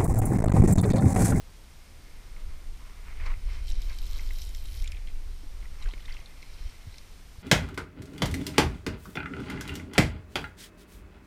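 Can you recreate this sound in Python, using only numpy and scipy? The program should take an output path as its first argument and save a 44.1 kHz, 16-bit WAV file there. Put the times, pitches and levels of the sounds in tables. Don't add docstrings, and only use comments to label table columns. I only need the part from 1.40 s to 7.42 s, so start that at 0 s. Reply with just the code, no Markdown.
import sys
import numpy as np
from scipy import signal
from scipy.fft import rfft, irfft
from scipy.io import wavfile
from scipy.ndimage import uniform_filter1d

SR = 44100
rng = np.random.default_rng(int(sys.argv[2]) if len(sys.argv) > 2 else 0)


def wav_record(signal):
    frames = np.transpose(np.atleast_2d(signal))
    bounded = np.clip(frames, -1, 1)
    quanta = np.round(bounded * 32767).astype(np.int16)
    wavfile.write(sys.argv[1], SR, quanta)


def makeup_ratio(level_db):
    decades = np.asarray(level_db, float) / 20
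    return 10 ** decades


N = 265658

# pitch_hz, density_db [dB per Hz]
HISS_COLOUR = [(55, -22), (90, 6.5), (190, -1), (300, -5.5), (500, -8), (780, -10), (1500, -12.5),
               (2250, -14.5), (2800, -13.5), (5400, -14), (7900, -20), (11800, -22), (12300, -22.5),
               (15400, -25.5)]
# pitch_hz, level_db
WHINES = [(10250, -90), (10729, -90), (10789, -90), (11688, -87), (11808, -92), (13666, -94), (14626, -95)]
# time_s, rumble_db
WIND_RUMBLE = [(0.0, -47), (0.1, -42.5), (0.44, -53.5), (1.24, -42.5), (1.59, -40), (1.93, -24),
               (1.98, -33), (2.38, -26.5), (2.48, -29.5), (2.9, -23.5), (2.97, -36), (4.78, -33.5),
               (4.84, -47), (5.28, -36.5), (5.33, -50), (5.53, -36.5), (5.6, -60), (6.02, -51.5)]
# peak_s, rumble_db, rise_s [per 10 dB], fall_s [per 10 dB], buffeting_db [against rumble]
LURCHES = [(.27, -48, 0, -0.24, 7), (.82, -48, 0.5, -0.8, -12), (1.08, -31.5, 0.15, 0.08, -15),
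           (1.31, -36.5, 0.2, 0.1, -40), (1.81, -33, 0.06, 0.14, -5), (1.92, -29, 0.07, .04, -28),
           (2.05, -30, -0.07, 0.15, -6.5), (2.3, -27, -0.1, 0.19, -10), (2.88, -37, 0.3, -0.3, -26),
           (3.08, -31.5, 0.14, -0.02, -8), (3.43, -32.5, 0.37, 0.17, -4.5), (3.77, -29.5, 0.1, 0.1, -29),
           (4.31, -37, 0.1, 0.02, -31), (4.48, -39, 0.4, -0.1, -33), (4.74, -36.5, 0.1, 0, -14),
           (5.0, -40.5, 0.1, -0.05, -8), (5.26, -34.5, 0.08, 0, -7), (5.5, -36, 0, -0.04, -26),
           (5.75, -46, 0.4, 0.15, -11)]
# peak_s, rustle_db, rise_s [per 10 dB], fall_s [per 10 dB], lower_part_db [against rustle]
SLEEVE_MOVES = [(.848, -65.5, 1, 0.6, -1), (.97, -61, -0.64, 0.07, 1.5), (1.085, -65, -0.6, 0.2, 1.5),
                (1.39, -62.5, -0.45, 0.5, 3), (1.455, -62.5, -0.5, -1.5, 0), (1.635, -59, -0.2, 0.6, -6),
                (1.685, -52, 0.03, 0.06, -2), (1.812, -47.5, .03, .05, -5), (1.868, -41, .018, .018, -1),
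                (1.905, -46, .012, .03, 0), (2.09, -50, .014, .07, -5), (2.148, -51, .03, .06, -3),
                (2.444, -61, 2.5, -1.7, -24), (2.51, -50, 0.05, 0.04, -4), (2.62, -64, -0.6, 0, -2),
                (2.744, -62.5, 0.3, 0.34, -1.5), (2.794, -55.5, 0.09, 0.07, -1.5), (3.2, -68, 1.5, .5, -18),
                (3.43, -60.5, 0.5, 0.5, -26), (3.65, -70, -4, 3, -19), (4.25, -64.5, 0.12, 0, 4),
                (4.46, -59, 0.25, -0.04, -1), (4.72, -60.5, 0.4, 1, -3.5), (3.53, -59, 0.3, 0.24, -22),
                (5.234, -59, 0.3, 0.5, -9), (5.6, -70.5, -2, 9, -3.5)]
# start_s, peak_db, pitch_hz
FINGER_TAPS = [(0.963, -49, 2110), (1.771, -49, 2250), (1.8, -42, 2000), (1.811, -46, 2350),
               (1.82, -45, 1150), (1.862, -44, 2250), (1.866, -40.5, 1090), (1.868, -53, 1700),
               (1.877, -48, 1190), (1.899, -49, 2200), (1.913, -51, 1200), (1.938, -46, 2060),
               (2.393, -56, 4000), (2.4025, -61, 4200), (2.4192, -51, 4080), (2.793, -39, 2070),
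               (2.9065, -38.5, 2150), (3.4207, -48.5, 3900), (3.4235, -51, 3140), (3.444, -44, 2400),
               (3.4574, -42.5, 2410), (3.4751, -38, 3430), (3.4756, -45, 2330), (3.4756, -40.5, 7100),
               (3.4765, -47, 5300), (3.518, -47, 7490), (3.518, -41, 5040), (3.5202, -40.5, 2300),
               (3.521, -53, 4130), (3.519, -46, 3100), (3.5215, -56, 10500), (3.5307, -49, 2100),
               (3.5472, -44, 2410), (3.5684, -50, 3500), (3.5691, -47.5, 2260), (3.5741, -53, 2150),
               (3.596, -62, 2190), (3.6714, -45.5, 3100), (3.6741, -51, 2080), (3.672, -49, 3800),
               (3.6841, -50, 3300), (3.6841, -48, 2150), (3.701, -52, 2500), (3.755, -54, 2200),
               (4.226, -49, 2140), (4.254, -45.5, 2020), (5.0218, -49, 4310), (5.0222, -55, 5500),
               (5.0271, -42.5, 2270), (5.0338, -54, 3790), (5.5259, -51, 4220), (5.5402, -54.5, 5860),
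               (5.5417, -49, 2070), (5.5424, -52, 4050), (5.5579, -48, 4070), (5.5703, -61, 3500),
               (5.5818, -50, 2310), (5.5818, -43, 5370), (5.5818, -45, 4120), (5.5821, -57, 7490),
               (5.5821, -54, 10500)]
# start_s, peak_db
ROD_JERKS = [(1.866, -45), (1.859, -48), (2.09, -54), (2.135, -50), (2.149, -49.5), (2.3205, -46),
             (2.354, -45), (2.394, -54), (2.4182, -41), (2.486, -48), (2.508, -52), (2.528, -45),
             (2.558, -50), (2.587, -44), (2.627, -44), (2.664, -42), (2.71, -47), (2.731, -49),
             (2.985, -40), (3.019, -45), (3.0915, -50), (3.1482, -35.5), (3.168, -49), (3.2555, -41),
             (3.333, -48), (3.364, -49), (3.375, -47), (3.399, -48), (4.536, -50), (4.657, -47),
             (4.74, -45), (4.859, -53.5), (5.027, -47), (5.582, -47)]
# peak_s, hiss_db, rise_s [per 10 dB], fall_s [per 10 dB], top_db [against hiss]
LINE_DRAWN = [(1.864, -51, 0.014, 0.018, -18), (1.91, -70, .02, -0.1, -20), (4.06, -65, 0.25, 0, -14),
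              (2.138, -55, 0.1, 0.1, -19), (2.3, -58, .03, .04, -12), (3.025, -56, .05, .05, -10),
              (3.17, -60, .02, .03, -8), (4.45, -68, 0.4, 0, -19), (4.79, -62.5, 0.6, 0, -18),
              (5.19, -59, 0.2, 0.2, -16), (5.3, -60.5, 0.24, .17, -20), (5.57, -63, 0.17, 0.25, -15)]
# time_s, hiss_db, top_db [against hiss], nylon_pitch_hz
LINE_RUN = [
    (2.24, -68, -11, 10700),
    (2.292, -52.5, -5, 10700),
    (2.358, -61.5, -17, 11000),
    (2.426, -57, -8, 11700),
    (2.72, -54.5, -6.5, 13200),
    (3.012, -56, -1.5, 11700),
    (3.14, -61, 0, 11100),
    (3.398, -55, -2, 10300),
    (3.5, -62, -15, 9900),
]
# start_s, peak_db, pitch_hz
RING_SLAPS = [(2.2813, -52, 3700.0), (2.2905, -48, 3070), (2.2945, -49, 7410.0), (2.3035, -48, 7410.0),
              (2.3127, -44, 2970), (2.3197, -44.5, 5400), (2.3534, -54, 5600.0), (2.4185, -49, 4740.0),
              (2.4247, -47, 3270.0), (2.435, -55.8, 7750.0), (2.4856, -53, 4390.0), (2.4963, -47, 4390.0),
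              (2.53, -47, 4310.0), (2.5864, -42, 4180), (2.6175, -47, 4130.0), (2.6278, -51, 4220.0),
              (2.641, -49, 3880.0), (2.6552, -51.1, 5340.0), (2.6684, -49, 3270.0), (2.6792, -49.0, 5340.0),
              (2.7106, -46.9, 5540), (2.7315, -49, 3960.0), (2.7483, -51, 5170.0), (2.752, -54, 4050.0),
              (2.76, -48.1, 3880.0), (2.766, -47, 4390.0), (2.7792, -46, 4000), (2.7862, -47, 6000),
              (2.7959, -50.5, 5600.0), (2.8074, -50.9, 5430.0), (2.8283, -58, 7580.0),
              (2.8485, -52, 5770.0), (2.856, -56, 5860.0), (2.865, -48.1, 4220.0), (2.8742, -50, 5250.0),
              (2.8899, -49, 3960.0), (2.9575, -58, 5600.0), (2.9875, -47, 5130), (2.9942, -47.5, 3790.0),
              (3.0074, -52.6, 7320.0), (3.0176, -42.5, 5340), (3.0211, -52, 3140), (3.0251, -51, 4130.0),
              (3.0326, -52, 7410.0), (3.0386, -56, 3190.0), (3.0513, -56.4, 7490.0), (3.0912, -46, 7060.0),
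              (3.1473, -45, 5400), (3.1606, -50, 7490.0), (3.2546, -48, 7050), (3.2855, -47, 3100.0),
              (3.312, -55, 4650.0), (3.3317, -53, 5510.0), (3.3417, -49, 3790.0), (3.3746, -52.5, 3790.0),
              (3.3803, -55, 5600.0), (3.3853, -54, 4310.0), (3.399, -51, 4820.0), (3.4225, -46, 5600.0),
              (3.4427, -43, 6900)]
# start_s, peak_db, pitch_hz
NYLON_WHIPS = [(2.291, -56.9, 11020.0), (2.3013, -56, 10510.0), (2.4195, -51.5, 11280.0),
               (2.4866, -62, 12400.0), (2.5866, -53.8, 12580.0), (2.6173, -54, 12490.0),
               (2.6278, -55, 12140.0), (2.6555, -59.7, 13180.0), (2.6637, -52.8, 13090.0),
               (2.6729, -55, 12000.0), (2.7016, -59.2, 12830.0), (2.7111, -55, 12230.0),
               (2.7213, -54, 13000.0), (2.7308, -53, 12800.0), (2.7485, -69, 12920.0),
               (2.7575, -61.4, 12580.0), (2.7665, -63, 12400.0), (2.7762, -57, 12580.0),
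               (2.7864, -55.8, 13010.0), (2.8069, -57.9, 13090.0), (2.8173, -56.2, 12920.0),
               (2.8286, -53.4, 13090.0), (2.8647, -59.4, 13260.0), (2.8852, -59.5, 12400.0),
               (2.9363, -59, 12580.0), (2.9451, -61, 12660.0), (2.9737, -60.5, 12750.0),
               (2.9837, -50, 12660.0), (2.9922, -59.9, 13260.0), (3.0074, -56.9, 13180.0),
               (3.0169, -49.9, 11710.0), (3.0324, -55, 11200.0), (3.0511, -57, 9220.0),
               (3.069, -57.8, 9040.0), (3.0905, -63, 13260.0), (3.1119, -58.5, 10420.0),
               (3.1471, -51.8, 12660.0), (3.1693, -56, 12230.0), (3.2222, -61, 12490.0),
               (3.2394, -55, 12660.0), (3.2544, -64, 9220.0), (3.3207, -63, 12490.0),
               (3.3317, -61.5, 12320.0), (3.3629, -59.5, 12400.0), (3.3716, -64, 12400.0),
               (3.3983, -58, 13260.0), (3.4217, -57.5, 9820.0), (3.4364, -56.3, 12920.0),
               (3.4748, -59, 9040.0), (3.518, -54, 10340.0)]
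# start_s, end_s, peak_db
RATTLES = [
    (3.102, 3.581, -53.5),
    (3.419, 3.602, -57),
    (4.409, 4.551, -45),
    (4.671, 4.832, -49),
]
# start_s, peak_db, pitch_hz
REEL_KNOCKS = [(4.3997, -51.5, 2240.0), (4.402, -53, 6200), (4.4155, -53.3, 4050.0),
               (4.4237, -48.5, 5510.0), (4.4244, -54, 2500.0), (4.4247, -40.5, 3770),
               (4.4309, -49.9, 3700.0), (4.4314, -48, 2150.0), (4.4317, -54, 7490.0), (4.4317, -60, 1380.0),
               (4.4384, -47.1, 2070.0), (4.4409, -49, 3100.0), (4.4412, -50, 6800), (4.4571, -45.2, 1490),
               (4.4584, -48, 3190.0), (4.4596, -49, 1450), (4.4636, -65, 1290.0), (4.4731, -48, 2570),
               (4.4736, -53, 1892), (4.4831, -47.5, 676), (4.4868, -44.5, 4220.0), (4.4873, -53, 6890.0),
               (4.488, -47, 2580.0), (4.4903, -45, 1000), (4.4983, -52, 1000), (4.4998, -52, 3960.0),
               (4.5087, -43.5, 3130), (4.5135, -49, 4130), (4.5205, -49, 3780), (4.5357, -45, 3770),
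               (4.5359, -39.5, 2020), (4.5776, -46.5, 2320), (4.5948, -50.2, 2020), (4.6038, -49, 3100.0),
               (4.6212, -53, 3270.0), (4.6497, -49, 1900), (4.6557, -41, 3590), (4.6806, -40.5, 1910),
               (4.6841, -51, 930), (4.6856, -51, 3100.0), (4.6921, -39.5, 2600), (4.6943, -48, 1460.0),
               (4.6968, -47, 3190.0), (4.7063, -41.5, 2070.0), (4.713, -55, 1980.0), (4.7195, -49, 2580.0),
               (4.7223, -42, 4600), (4.7265, -59, 5600.0), (4.7275, -46, 3100.0), (4.7325, -56, 1810.0),
               (4.7395, -53, 5600.0), (4.7422, -53, 2330.0), (4.7435, -46, 3380), (4.7477, -45, 1070),
               (4.7669, -40.5, 2550), (4.7871, -54, 3960.0), (4.8011, -55, 5940.0), (4.8041, -50, 2500.0),
               (4.8582, -43.5, 3780), (4.8732, -56, 3790.0)]
# start_s, peak_db, pitch_hz, t60_s
STRAP_BUMPS = [
    (4.033, -46, 293, 0.07),
    (4.447, -22.5, 33.7, 0.29),
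    (4.462, -49, 427, 0.059),
    (4.536, -41, 376, 0.015),
    (5.958, -53, 1090, 0.018),
    (5.471, -31, 80.5, 0.058),
    (5.983, -35, 78.4, 0.048),
]
# pitch_hz, width_hz, level_db
CASE_LOW = [(967, 150, 1), (1250, 397, 9.5), (640, 1260, 2.5), (322, 380, -1)]
# pitch_hz, width_hz, level_db
CASE_MAIN = [(2130, 130, 4.5), (2000, 100, -33.5), (2320, 390, 3)]
# pitch_hz, width_hz, level_db
CASE_MID = [(3120, 120, 7), (3860, 240, 9), (4250, 300, 3), (5400, 500, 5), (6940, 2500, -10)]
# pitch_hz, width_hz, level_db
CASE_TOP = [(7500, 3900, -1), (10300, 350, -3.5), (11600, 800, -5), (12900, 900, -3), (13800, 3200, -19)]
# start_s, length_s
THIN_MOMENTS = [(1.096, .036), (1.29, .04), (1.81, .025), (1.905, .015), (2.055, .02), (2.305, .085),
                (2.567, .015), (2.592, .02), (3.062, .03), (3.59, .055), (3.765, .03), (4.295, .03),
                (4.47, .04), (4.635, .02), (4.85, .025)]

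HISS_DB = -56
FRAME_HZ, FRAME_START_S = 59.94, .0045
BUZZ_HZ, BUZZ_SHARE, BUZZ_DB = 8570, .55, -74
BUFFET_DB, BUFFET_FOLLOWS = -46.5, .48
GUSTY_DB, GUSTS_PER_S = 4.0, 12
TAUT_DB_PER_OCTAVE = 9
COILS_PER_S, COIL_JITTER = 100, .08
COIL_DB, COIL_TOP_DB = 1.5, 3.2
RATTLES_PER_S, RATTLE_LOW_HZ, RATTLE_HIGH_HZ = 150, 600, 4200
TOP_EDGE_HZ = 15270
THIN_HZ, THIN_DB, SURVIVING = 13000, -22, .25


def rms_one(x):
    return x / np.sqrt(np.mean(x ** 2) + 1e-20)


def in_time(rows, outside=None):
    s, *columns = np.transpose(rows)
    return [np.interp(np.arange(N) / SR, s, c, outside, outside) for c in columns]


def swells(rows):
    s, db, rise, fall, second_db = np.transpose(rows)[:, :, None]
    t = np.arange(0, N + 32, 32) / SR
    before = (s - t) / np.maximum(rise, .003)
    after = (t - s) / np.maximum(fall, .003)
    level = db - 10 * np.maximum(before, after)
    gains = [np.sqrt(makeup_ratio(2 * part).sum(0)) for part in (level, level + second_db)]
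    return [np.interp(np.arange(N) / SR, t, gain) for gain in gains]


def band(x, low_hz, high_hz, order=2):
    return signal.sosfilt(signal.butter(order, [low_hz, high_hz], "band", fs=SR, output="sos"), x)


def ring(x, modes):
    out = 0
    for k, (hz, width, db) in enumerate(modes):
        r = np.exp(-np.pi * width / SR)
        a = [1, -2 * r * np.cos(2 * np.pi * hz / SR), r * r]
        out = out + (-1) ** k * makeup_ratio(db) * signal.lfilter([(1 - r * r) / 2, 0, (r * r - 1) / 2], a, x)
    return out


def grains(per_s, spread_db, smooth):
    sizes = makeup_ratio(spread_db * np.minimum(rng.exponential(1, N), 4)) * rng.choice([-1, 1], N)
    scratches = sizes * (rng.random(N) < per_s / SR)
    return rms_one(scratches) + smooth * rng.standard_normal(N)


def burst(decay_s, rise_s=.0001, tail_db=-14, size=2200):
    t = np.arange(size) / SR
    shape = np.exp(-t / decay_s) + makeup_ratio(tail_db) * np.exp(-t / (5 * decay_s))
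    return rng.standard_normal(size) * shape * (1 - np.exp(-t / rise_s))


def add(out, s, sound, peak_db):
    i = round(s * SR)
    part = out[i:i + len(sound)]
    part += (makeup_ratio(peak_db) * sound / np.abs(sound).max())[:len(part)]


def ticks(rows, scuff_s, width_share, gain_db, case_db):
    out = np.zeros(N)
    for s, db, hz in rows:
        scuff = burst(scuff_s, rise_s=.00089, tail_db=-16.5, size=900)
        scuff[4] += 3
        part = ring(scuff, [(hz, 200 + width_share * hz, 0)])
        part = ring(part, [(hz, 600 + 2 * width_share * hz, 0)])
        add(out, s + .0005, part, db + gain_db)
        add(out, s + .0005, ring(scuff, CASE_MAIN + CASE_MID), db + gain_db + case_db)
    return out


def electronics():
    hz, t = np.maximum(np.fft.rfftfreq(N, 1 / SR), 1), np.arange(N) / SR
    colour_hz, colour_db = np.transpose(HISS_COLOUR)
    colour = makeup_ratio(np.interp(np.log(hz), np.log(colour_hz), colour_db))
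    hiss = makeup_ratio(HISS_DB) * rms_one(irfft(rfft(rng.standard_normal(N)) * colour, N))
    frame, within = np.divmod(FRAME_HZ * (t - FRAME_START_S) + 1.5, 1)
    start, strength = rng.random((2, int(frame[-1]) + 1))[:, frame.astype(int)]
    gate = np.clip((BUZZ_SHARE / 2 - np.abs(within - .5)) * 8 + .5, 0, 1)
    gate = gate * makeup_ratio(4 * strength + 2.5 * (frame % 2))
    buzz = makeup_ratio(BUZZ_DB) * rms_one(gate * np.sin(2 * np.pi * (BUZZ_HZ * t + start)))
    whines = sum(makeup_ratio(db + 2.5) * np.sin(2 * np.pi * pitch * t) for pitch, db in WHINES)
    return hiss + buzz + whines


def wind():
    (steady_db,), (deep, quick) = in_time(WIND_RUMBLE), swells(LURCHES)
    where = np.arange(N) / SR * GUSTS_PER_S
    flutter = np.interp(where, np.arange(200), rng.standard_normal(200))
    follow_db = BUFFET_FOLLOWS * (steady_db - steady_db.mean())
    deep = deep + makeup_ratio(steady_db - 4)
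    quick = quick + makeup_ratio(BUFFET_DB - 3.5 + follow_db + GUSTY_DB * flutter)
    rumble = 0
    for low_hz, high_hz, even_s, gain in [(11.9, 30.5, .2, deep), (32.8, 69.0, .057, quick)]:
        lumps = band(rng.standard_normal(N + SR), low_hz, high_hz)[SR:]
        level = uniform_filter1d(lumps ** 2, round(even_s * SR))
        level = uniform_filter1d(level, round(even_s * SR / 2))
        rumble = rumble + gain * lumps / np.sqrt(level + 1e-12)
    sealed = signal.sosfilt(signal.butter(4, 85, fs=SR, output="sos"), rumble)
    eddies = makeup_ratio(-36.5) * deep * rms_one(band(rng.standard_normal(N), 115, 433))
    return sealed + eddies


def sleeve():
    main, low = swells(SLEEVE_MOVES)
    scratch = grains(per_s=1500, spread_db=3.5, smooth=.9)
    scratch = signal.sosfilt(signal.butter(2, 5000, fs=SR, output="sos"), scratch)
    rustle = makeup_ratio(-2.4) * main * rms_one(ring(scratch, CASE_MAIN))
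    return rustle + makeup_ratio(-1.5) * low * rms_one(ring(scratch, CASE_LOW))


def finger_taps():
    return ticks(FINGER_TAPS, scuff_s=.0013, width_share=.11, gain_db=3, case_db=-23)


def jerks():
    out = np.zeros(N)
    for s, db in ROD_JERKS:
        modes = [(hz, 2.5 * width, level + rng.normal(0, 3))
                 for hz, width, level in CASE_MAIN[::2] + CASE_MID]
        add(out, s, ring(burst(.0011, rise_s=.0004, tail_db=-10, size=900), modes), db)
    return out


def patchy(x, modes, patchy_db, per_s):
    where = np.arange(N) / SR * per_s
    knots = rng.standard_normal((len(modes), int(where[-1]) + 2))
    out = 0
    for k, mode in enumerate(modes):
        gain = makeup_ratio(patchy_db * np.interp(where, np.arange(len(knots[k])), knots[k]))
        out = out + (-1) ** k * gain * ring(x, [mode])
    return rms_one(out)


def taut_hz(s):
    rows = np.array(LINE_RUN)
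    return np.interp(s, rows[:, 0], rows[:, 3])


def coils():
    gap, strength = rng.standard_normal((2, 800))
    leaves_s = np.cumsum(1 + COIL_JITTER * gap) / COILS_PER_S
    turn = np.interp(np.arange(N) / SR, leaves_s, np.arange(800))
    return (1 + .3 * strength[turn.astype(int)]) * 2 * np.sin(np.pi * turn) ** 6 - 1


def line_hiss():
    (mid, top), (run_db, top_db, _) = swells(LINE_DRAWN), in_time(LINE_RUN, -100)
    mid, top = mid + makeup_ratio(run_db), top + makeup_ratio(run_db + top_db)
    taut = taut_hz(np.arange(N) / SR)
    rub, flick = (grains(per_s=2500, spread_db=4, smooth=.5) for _ in range(2))
    body = patchy(rub, CASE_MID + [(5620, 300, 2)], patchy_db=2.2, per_s=40)
    body = rms_one(body + makeup_ratio(-3.7) * rms_one(band(rub, 2420, 7280)))
    edge = 0
    for hz, width, db in CASE_TOP:
        near = makeup_ratio(db - TAUT_DB_PER_OCTAVE * np.abs(np.log2(taut / hz)))
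        edge = edge + near * np.sqrt(width) * patchy(flick, [(hz, width, 0)], patchy_db=3.5, per_s=28)
    throb = coils()
    body = makeup_ratio(-.8) * mid * rms_one(body * makeup_ratio(COIL_DB * throb))
    return body + makeup_ratio(-1.5) * top * rms_one(edge * makeup_ratio(COIL_TOP_DB * throb))


def ring_slaps():
    return ticks(RING_SLAPS, scuff_s=.0008, width_share=.23, gain_db=7, case_db=-6)


def nylon_whips():
    return ticks(NYLON_WHIPS, scuff_s=.00088, width_share=.18, gain_db=11, case_db=-16)


def rattles():
    out = np.zeros(N)
    for start, end, db in RATTLES:
        count = round(RATTLES_PER_S * (end - start))
        for when, pitch, weak in rng.random((30, 3))[:count]:
            hz = RATTLE_LOW_HZ * (RATTLE_HIGH_HZ / RATTLE_LOW_HZ) ** pitch
            modes = [(hz, .098 * hz, 0), (2150, 200, -2), (3130, 200, -5)]
            tick = ring(burst(.002, tail_db=-12), modes)
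            add(out, start + (end - start) * when, tick, db - 8 * weak)
    return out


def bumps():
    out, t = np.zeros(N), np.arange(SR // 8) / SR
    for s, db, hz, t60 in STRAP_BUMPS:
        push = -np.sin(2 * np.pi * hz * t) * makeup_ratio(-60 * t / t60) * (1 - np.exp(-t * hz * 3))
        add(out, s, push, db)
    return out


def reel_knocks():
    return ticks(REEL_KNOCKS, scuff_s=.0015, width_share=.088, gain_db=2, case_db=-13)


def scene():
    handling = sleeve() + finger_taps() + jerks()
    line = line_hiss() + ring_slaps() + nylon_whips()
    reel = rattles() + bumps() + reel_knocks()
    return (electronics() + wind() + handling + line + reel)[None]


def thin_top(x):
    t, thin = np.arange(N) / SR, np.zeros(N)
    for start, length in THIN_MOMENTS:
        thin[(t > start) & (t < start + length)] = 1
    spectrum, hz = rfft(x[0]), np.fft.rfftfreq(N, 1 / SR)
    for low in np.arange(THIN_HZ, 16000, 400):
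        lost = thin * np.repeat(rng.random(N // 256 + 1) > SURVIVING, 256)[:N]
        strip = irfft(spectrum * (hz >= low) * (hz < low + 400), N)
        x = x - (1 - makeup_ratio(THIN_DB)) * uniform_filter1d(lost, 128) * strip
    return x


def band_limit(x):
    return signal.sosfilt(signal.butter(12, 15860, fs=SR, output="sos"), x)


def record(dry):
    edge = signal.ellip(8, .3, 24, TOP_EDGE_HZ, fs=SR, output="sos")
    mix = thin_top(signal.sosfilt(edge, dry))
    return band_limit(mix)


dry = scene()
out = record(dry)
wav_record(out)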